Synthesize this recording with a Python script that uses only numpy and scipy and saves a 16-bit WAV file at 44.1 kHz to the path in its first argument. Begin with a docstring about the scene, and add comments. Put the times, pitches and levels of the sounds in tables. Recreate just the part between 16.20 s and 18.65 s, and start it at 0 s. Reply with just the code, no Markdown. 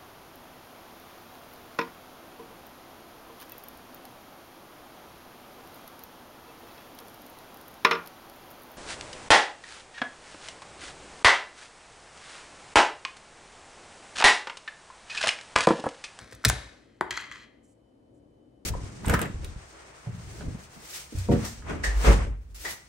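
"""Kitchen counter: a hand pries the lid off a plastic tub. The stressed rim creaks and lets go in
sharp snaps, the tub pops, the counter thuds. The tossed lid slaps down, bounces with a clack and
wobbles to rest; fingers brush the foil seal. Hard walls ring after each hit, over appliance rumble
and a thin whine."""
import sys
import numpy as np
from scipy import signal
from scipy.fft import rfft, irfft
from scipy.io import wavfile
from scipy.ndimage import uniform_filter1d

SR = 44100
rng = np.random.default_rng(int(sys.argv[2]) if len(sys.argv) > 2 else 0)


def bounce(signal):
    """Save signal as a 16-bit WAV file at the path given by the first command-line argument."""
    frames = np.transpose(np.atleast_2d(signal))
    limited = np.clip(frames, -1, 1)
    pcm = np.round(limited * 32767).astype(np.int16)
    wavfile.write(sys.argv[1], SR, pcm)


N = 108045
T = np.arange(N) / SR

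# appliance noise spectrum: f/Hz, relative density/dB
HUM_SPECTRUM = [(25, -17.5), (50, -2), (90, -9.5), (120, -2), (170, -11.5), (210, -5), (300, -2),
                (394, -10.5), (531, -10.5), (800, -22), (1370, -34.5), (3000, -41.5), (6200, -45.5),
                (11200, -48), (12500, -62), (16000, -64.5)]
# its stereo width: f/Hz, side minus mid/dB
HUM_WIDTH = [(60, -22), (110, -16), (200, -12), (380, -4), (700, 1), (1290, 1.5), (2380, 0.5), (4400, 1.5),
             (8120, -9.5), (15000, 8.5)]
# its balance: f/Hz, left minus right/dB
HUM_BALANCE = [(60, 3), (110, 0), (200, 2.5), (380, 5.5), (700, 3), (1290, 0.5), (2380, 2.5), (4400, 3),
               (8120, 0.0), (15000, 1)]
# swell of its bass: t/s, gain/dB
BASS_SWELL = [(0, -1.5), (.7, 0.5), (1.3, -0.5), (1.7, -3), (1.95, 1.5), (2.45, -0.5)]
# appliance whine: f/Hz, rms level/dB
WHINE_TONES = [(3031, -87.5)]
# kitchen reverberation: f/Hz, t60/s, relative level/dB
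ROOM_BANDS = [(125, 0.47, -4), (252, .55, 2.5), (514, .65, 5.5), (930, .65, 1.5), (2160, .65, 4.5),
              (3209, 0.33, 0), (5500, 0.26, -7.5), (8100, 0.34, -3), (10297, 0.23, -4)]
# microphone port balance: f/Hz, left minus right/dB
PORT_BALANCE = [(60, 1.5), (110, 0), (200, 5), (380, 2.5), (700, 4), (1290, 2.0), (2380, 3.5), (4400, 1.5),
                (8120, -0.5), (15000, -1.5)]
# microphone port phase: f/Hz, left lead/rad
PORT_PHASE = [(100, 0), (500, -.5), (1000, -.25), (2000, -.5), (4000, -.4), (8000, -1.3), (12000, -2.55),
              (16000, -2.6)]
# fingers on the seal: t/s, length/s, level/dB
BRUSHES = [(0.628, .04, -84), (0.733, 0.06, -83.5), (1.426, .045, -72), (1.447, 0.098, -70.5),
           (1.93, 0.069, -78.5), (2.069, 0.052, -99)]
# counter top modes: f/Hz, relative level/dB, t60/s
COUNTER_MODES = [(52.67, -7.5, 0.44), (65, -5, 0.34), (98, -6.5, 0.32), (119, -2, 0.28), (135, -10, .3),
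                 (142, -7.5, 0.084), (182.5, -12, 0.25), (222, -10.5, .1), (281, -10.5, 0.072),
                 (331, -16.5, 0.24)]
# pushes on the counter: t/s, peak/dB
THUDS = [(.0, -44.5), (.12, -43), (.254, -15.5), (0.299, -35.5), (.44, -48.5), (.81, -48), (0.899, -44.5),
         (1.085, -52)]
# short hollow plastic knocks (tub pops, then the bouncing lid's clack): t/s, peak/dB, f/Hz
KNOCKS = [(.125, -40, 1640), (.2413, -22, 1400), (.2503, -10.5, 1600), (.2525, -16, 3930),
          (0.3005, -12.5, 1513), (.3, -19, 678), (.33, -26, 316), (0.9744, -19.5, 1390),
          (.9755, -35.5, 2000)]
# free lid modes: f/Hz, relative level/dB, t60/s
LID_MODES = [(900, -18, .006), (1204, -2, .008), (1650, -5, 0.019), (1940, -6.5, 0.022), (2065, -8, 0.034),
             (2450, -3, 0.0058), (3197, -6.5, .014), (4150, -4.5, 0.0069), (5072, -3.5, 0.0028),
             (5770, -4, 0.0027), (6610, -6, 0.0037), (7500, -7, .0025), (8800, -10.5, .002),
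             (12200, -12.5, .0015)]
# modes of the lid landing flat: f/Hz, relative level/dB, t60/s
SLAP_MODES = [(162, -14, 0.085), (361.1, -6.5, 0.071), (620, -12, 0.027), (888, -2.5, 0.013),
              (1142, -1.5, 0.0086), (1490, -3.5, .008), (1950, -6.5, 0.0057), (2500, -11, 0.0037),
              (3310, -27.5, 0.0022)]
# flat landing: t/s, peak/dB
SLAP = (.8097, -9)
# lid edge ticking the counter: t/s, peak/dB, nominal length/ms, tilt/(dB/octave)
BOUNCES = [(0.907, -17.5, 1.6, 3), (0.969, -33, 1.5, 3.5), (0.9741, -21.5, 0.57, -0.5),
           (1.008, -37.5, 1.4, 11.5), (1.114, -29, 0.34, -1), (1.122, -32, 0.5, 2.5), (1.147, -48, 1.2, 4),
           (1.157, -35, 0.65, -2), (1.186, -60, 1.2, -9)]
# lid rolling on its edge: t/s, level/dB
WOBBLE_ENVELOPE = [(.90, -72), (.915, -40.5), (1.0, -41), (1.1, -57), (1.13, -49.5), (1.19, -51.5),
                   (1.24, -54.5), (1.3, -85.5)]
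# rim resonances: f/Hz, width/Hz, relative level/dB
RIM_MODES = [(308.4, 200, -7), (680.1, 250, -3), (1035, 400, -3.5), (1656, 730, 1.5), (2592, 510, -2),
             (3755, 1400, -2), (6235, 1500, -1), (7980, 2200, -1.5), (10800, 6100, -7.5),
             (14577, 3500, -11)]
# creak of the stressed rim: t/s, level/dB
CREAK_ENVELOPE = [(0, -48.5), (.05, -55), (.1, -55.5), (.14, -54.5), (.2, -63), (.238, -57), (.258, -33),
                  (.28, -43.5), (.3, -37.5), (.31, -51.5), (.33, -88)]
# rim letting go: t/s, peak/dB, nominal length/ms, tilt/(dB/octave)
SNAPS = [(.001, -41, 0.88, -3), (0.013, -42.5, 0.45, 1.5), (0.044, -43, 0.65, -1.5),
         (0.06, -43.5, 0.4, -5.5), (0.112, -42.5, 1.5, 2.5), (0.115, -43.5, 0.34, -3.5),
         (0.123, -36, 1.6, -4), (0.128, -39.5, 1.3, 5), (0.13, -43, .6, 6), (.149, -40, 1.1, 6.5),
         (.232, -47.5, 0.83, 3), (0.2423, -30.5, 0.89, -3), (0.2495, -3, 0.4, 4), (.2522, -2, .6, 1),
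         (.2553, -8.5, 0.35, 1), (0.283, -18.5, 1, 5), (.2885, -12.5, 1, 8.5), (.298, -9.5, 0.9, 1)]


def amp(db):
    return 10 ** (np.asarray(db) / 20)


def unit_rms(x):
    return x / np.sqrt(np.mean(x ** 2))


def over_bins(table):
    """(f/Hz, value) table at the FFT bins, on a log axis."""
    hz, values = np.array(table).T
    return np.interp(np.log(np.arange(N // 2 + 1) * SR / N + 1), np.log(hz), values)


def envelope(table):
    """(t/s, level/dB) table as gain; silent past its end."""
    return amp(np.interp(T, *np.array(table).T, right=-150))


def pan(x, left_gain):
    """Per-bin gain on the left, its inverse on the right."""
    return irfft(rfft(x) * np.array([left_gain, 1 / left_gain]), N)


def band(x, hz, width_hz):
    """Two-pole resonance, unity gain at centre."""
    return signal.lfilter(*signal.iirpeak(hz, hz / width_hz, fs=SR), x)


def ring(modes, tilt_db_oct=0):
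    """Impulse response of decaying modes, signs alternating, tilted about 2 kHz."""
    t = T[:SR // 2]
    out = np.zeros(len(t))
    for k, (hz, db, t60_s) in enumerate(modes):
        gain = (-1) ** k * amp(db + tilt_db_oct * np.log2(hz / 2000))
        out += gain * np.sin(2 * np.pi * hz * t) * 1000 ** (-t / t60_s)
    return out


def add(out, start_s, x, peak_db):
    i = int(start_s * SR)
    x = x[:N - i]
    out[i:i + len(x)] += x * amp(peak_db) / np.max(np.abs(x))


def push(ms):
    """Smooth contact force pulse."""
    return np.hanning(int(ms * SR / 1000) + 3)


def burst(ms):
    """Scratchy force: noise that swells and dies within a few ms."""
    tau_s = ms * 0.0015 + 5e-5
    age = T[:2000] / tau_s
    return rng.standard_normal(2000) * np.sqrt(age) * np.exp(-age)


def clicks(per_s, scatter_db):
    """Random impulses of uneven size."""
    chance, polarity, size = rng.random((3, N))
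    return (chance < per_s / SR) * np.sign(polarity - .5) * amp(-scatter_db * np.log(size + 0.0012))


def wander(per_s):
    """Random steps, smoothed twice; unit spread."""
    hold = int(SR / per_s)
    steps = np.repeat(rng.standard_normal(N // hold + 1), hold)
    smooth = uniform_filter1d(uniform_filter1d(steps, hold), hold)[:N]
    return smooth / np.std(smooth)


def appliance_rumble(mid_db=-60, swell_top_hz=400, wander_db=1.2):
    """Shaped stereo noise: bass swells slowly under a steady hiss."""
    shape = amp(over_bins(HUM_SPECTRUM))
    mid = irfft(rfft(rng.standard_normal(N)) * shape, N)
    side = irfft(rfft(rng.standard_normal(N)) * shape * amp(over_bins(HUM_WIDTH)), N)
    hum = pan(np.array([mid + side, mid - side]), amp(over_bins(HUM_BALANCE) / 2))
    hum *= amp(mid_db) / np.std(mid)
    bass = signal.sosfiltfilt(signal.butter(1, swell_top_hz, fs=SR, output="sos"), hum)
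    swell = amp(wander_db * wander(per_s=3.8)) * envelope(BASS_SWELL)
    return hum - bass + bass * swell


def appliance_whine(flutter_db=2.2):
    """Thin tone of wavering level."""
    return sum(amp(db + flutter_db * wander(per_s=20)) * np.sqrt(2) * np.sin(2 * np.pi * hz * T)
               for hz, db in WHINE_TONES)


def kitchen_reverb(x, gain_db=-10.5, onset_ms=4.4, correlation=0.5, early_t60_s=0.088, top_hz=11200):
    """Diffuse tail off hard walls, one decay per band; channels partly alike."""
    t = T[:SR]
    noise = rng.standard_normal((3, SR))
    noise = np.sqrt(correlation) * noise[0] + np.sqrt(1 - correlation) * noise[1:]
    tail = sum(amp(db) * band(noise, hz, .7 * hz) * 1000 ** (-t / t60_s) for hz, t60_s, db in ROOM_BANDS)
    tail *= np.clip(t * 1000 / onset_ms, 0, 1) ** 2
    tail *= 1 + 1000 ** (-t / early_t60_s)  # near surfaces answer first
    tail = signal.sosfilt(signal.butter(12, top_hz, fs=SR, output="sos"), tail)
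    tail *= amp(gain_db) / np.sqrt(np.sum(tail ** 2) / 2)
    return signal.fftconvolve(x[None], tail, axes=1)[:, :N]


def mic_ports(x):
    """Two ports hear a near source with their own balance and phase."""
    return pan(x, amp(over_bins(PORT_BALANCE) / 2) * np.exp(.5j * over_bins(PORT_PHASE)))


def fingers(centre_hz=8000, width_hz=4000, flicker_db=1.5):
    """Faint high hiss of skin on foil."""
    strokes = sum(amp(db) * np.sin(np.pi * np.clip((T - start_s) / length_s, 0, 1))
                  for start_s, length_s, db in BRUSHES)
    flicker = amp(flicker_db * wander(per_s=81.15))
    hiss = band(rng.standard_normal(N), centre_hz, width_hz)
    return strokes * flicker * unit_rms(band(hiss, centre_hz, width_hz))


def counter_thuds():
    """Soft pushes ring the counter top."""
    out = np.zeros(N)
    thud = np.convolve(push(ms=2.7), ring(COUNTER_MODES))
    for start_s, db in THUDS:
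        add(out, start_s, thud, db)
    return out


def plastic_knocks(t60_s=0.0066, rise_ms=0.62):
    """One damped mode each: the tub pops as the lid comes off, then the lid clacks as it bounces."""
    out = np.zeros(N)
    rise = np.minimum(T[:SR // 2] * 1000 / rise_ms, 1)
    for start_s, db, hz in KNOCKS:
        add(out, start_s, ring([(hz, 0, t60_s)]) * rise, db)
    return out


def lid(force, tilt_db_oct=0, low_hz=690):
    """The thin lid rings, with no bass."""
    ringing = signal.fftconvolve(force, ring(LID_MODES, tilt_db_oct))
    return signal.sosfilt(signal.butter(2, low_hz, "high", fs=SR, output="sos"), ringing)


def tossed_lid():
    """One flat slap with a crack, then edge ticks over a rolling rattle."""
    rattle = lid(clicks(per_s=1700, scatter_db=0.98))[:N]
    out = unit_rms(rattle) * envelope(WOBBLE_ENVELOPE)
    slap_s, slap_db = SLAP
    slap = np.convolve(np.diff(push(ms=0.52)), ring(SLAP_MODES))
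    add(out, slap_s, slap, slap_db)
    crack = band(burst(ms=0.53), hz=4200, width_hz=7400)
    add(out, slap_s, crack, peak_db=-22.5)
    for start_s, db, ms, tilt_db_oct in BOUNCES:
        add(out, start_s, lid(burst(ms), tilt_db_oct), db)
    return out


def rim(force, tilt_db_oct):
    """Broad resonances of the plastic rim, tilted about 4 kHz."""
    return sum((-1) ** k * amp(db + tilt_db_oct * np.log2(hz / 4000)) * band(force, hz, width_hz)
               for k, (hz, width_hz, db) in enumerate(RIM_MODES))


def rim_release():
    """The stressed rim snaps free over a creak of tiny slips."""
    slips = clicks(per_s=1600, scatter_db=1.5)
    out = unit_rms(rim(slips, tilt_db_oct=-4)) * envelope(CREAK_ENVELOPE)
    for start_s, db, ms, tilt_db_oct in SNAPS:
        add(out, start_s, rim(burst(ms), tilt_db_oct), db)
    return out


def scene():
    near = rim_release() + plastic_knocks() + tossed_lid() + fingers()
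    foreground = mic_ports(near + kitchen_reverb(near) + counter_thuds())
    return foreground + appliance_rumble() + appliance_whine()


def record(dry):
    """The microphone loses the deepest bass; the recorder cuts the top."""
    low_hz, top_hz = 42.5, 16300
    dry = signal.sosfilt(signal.butter(4, low_hz, "high", fs=SR, output="sos"), dry)
    return signal.sosfilt(signal.ellip(8, .2, 70, top_hz, fs=SR, output="sos"), dry)


dry = scene()
out = record(dry)
bounce(out)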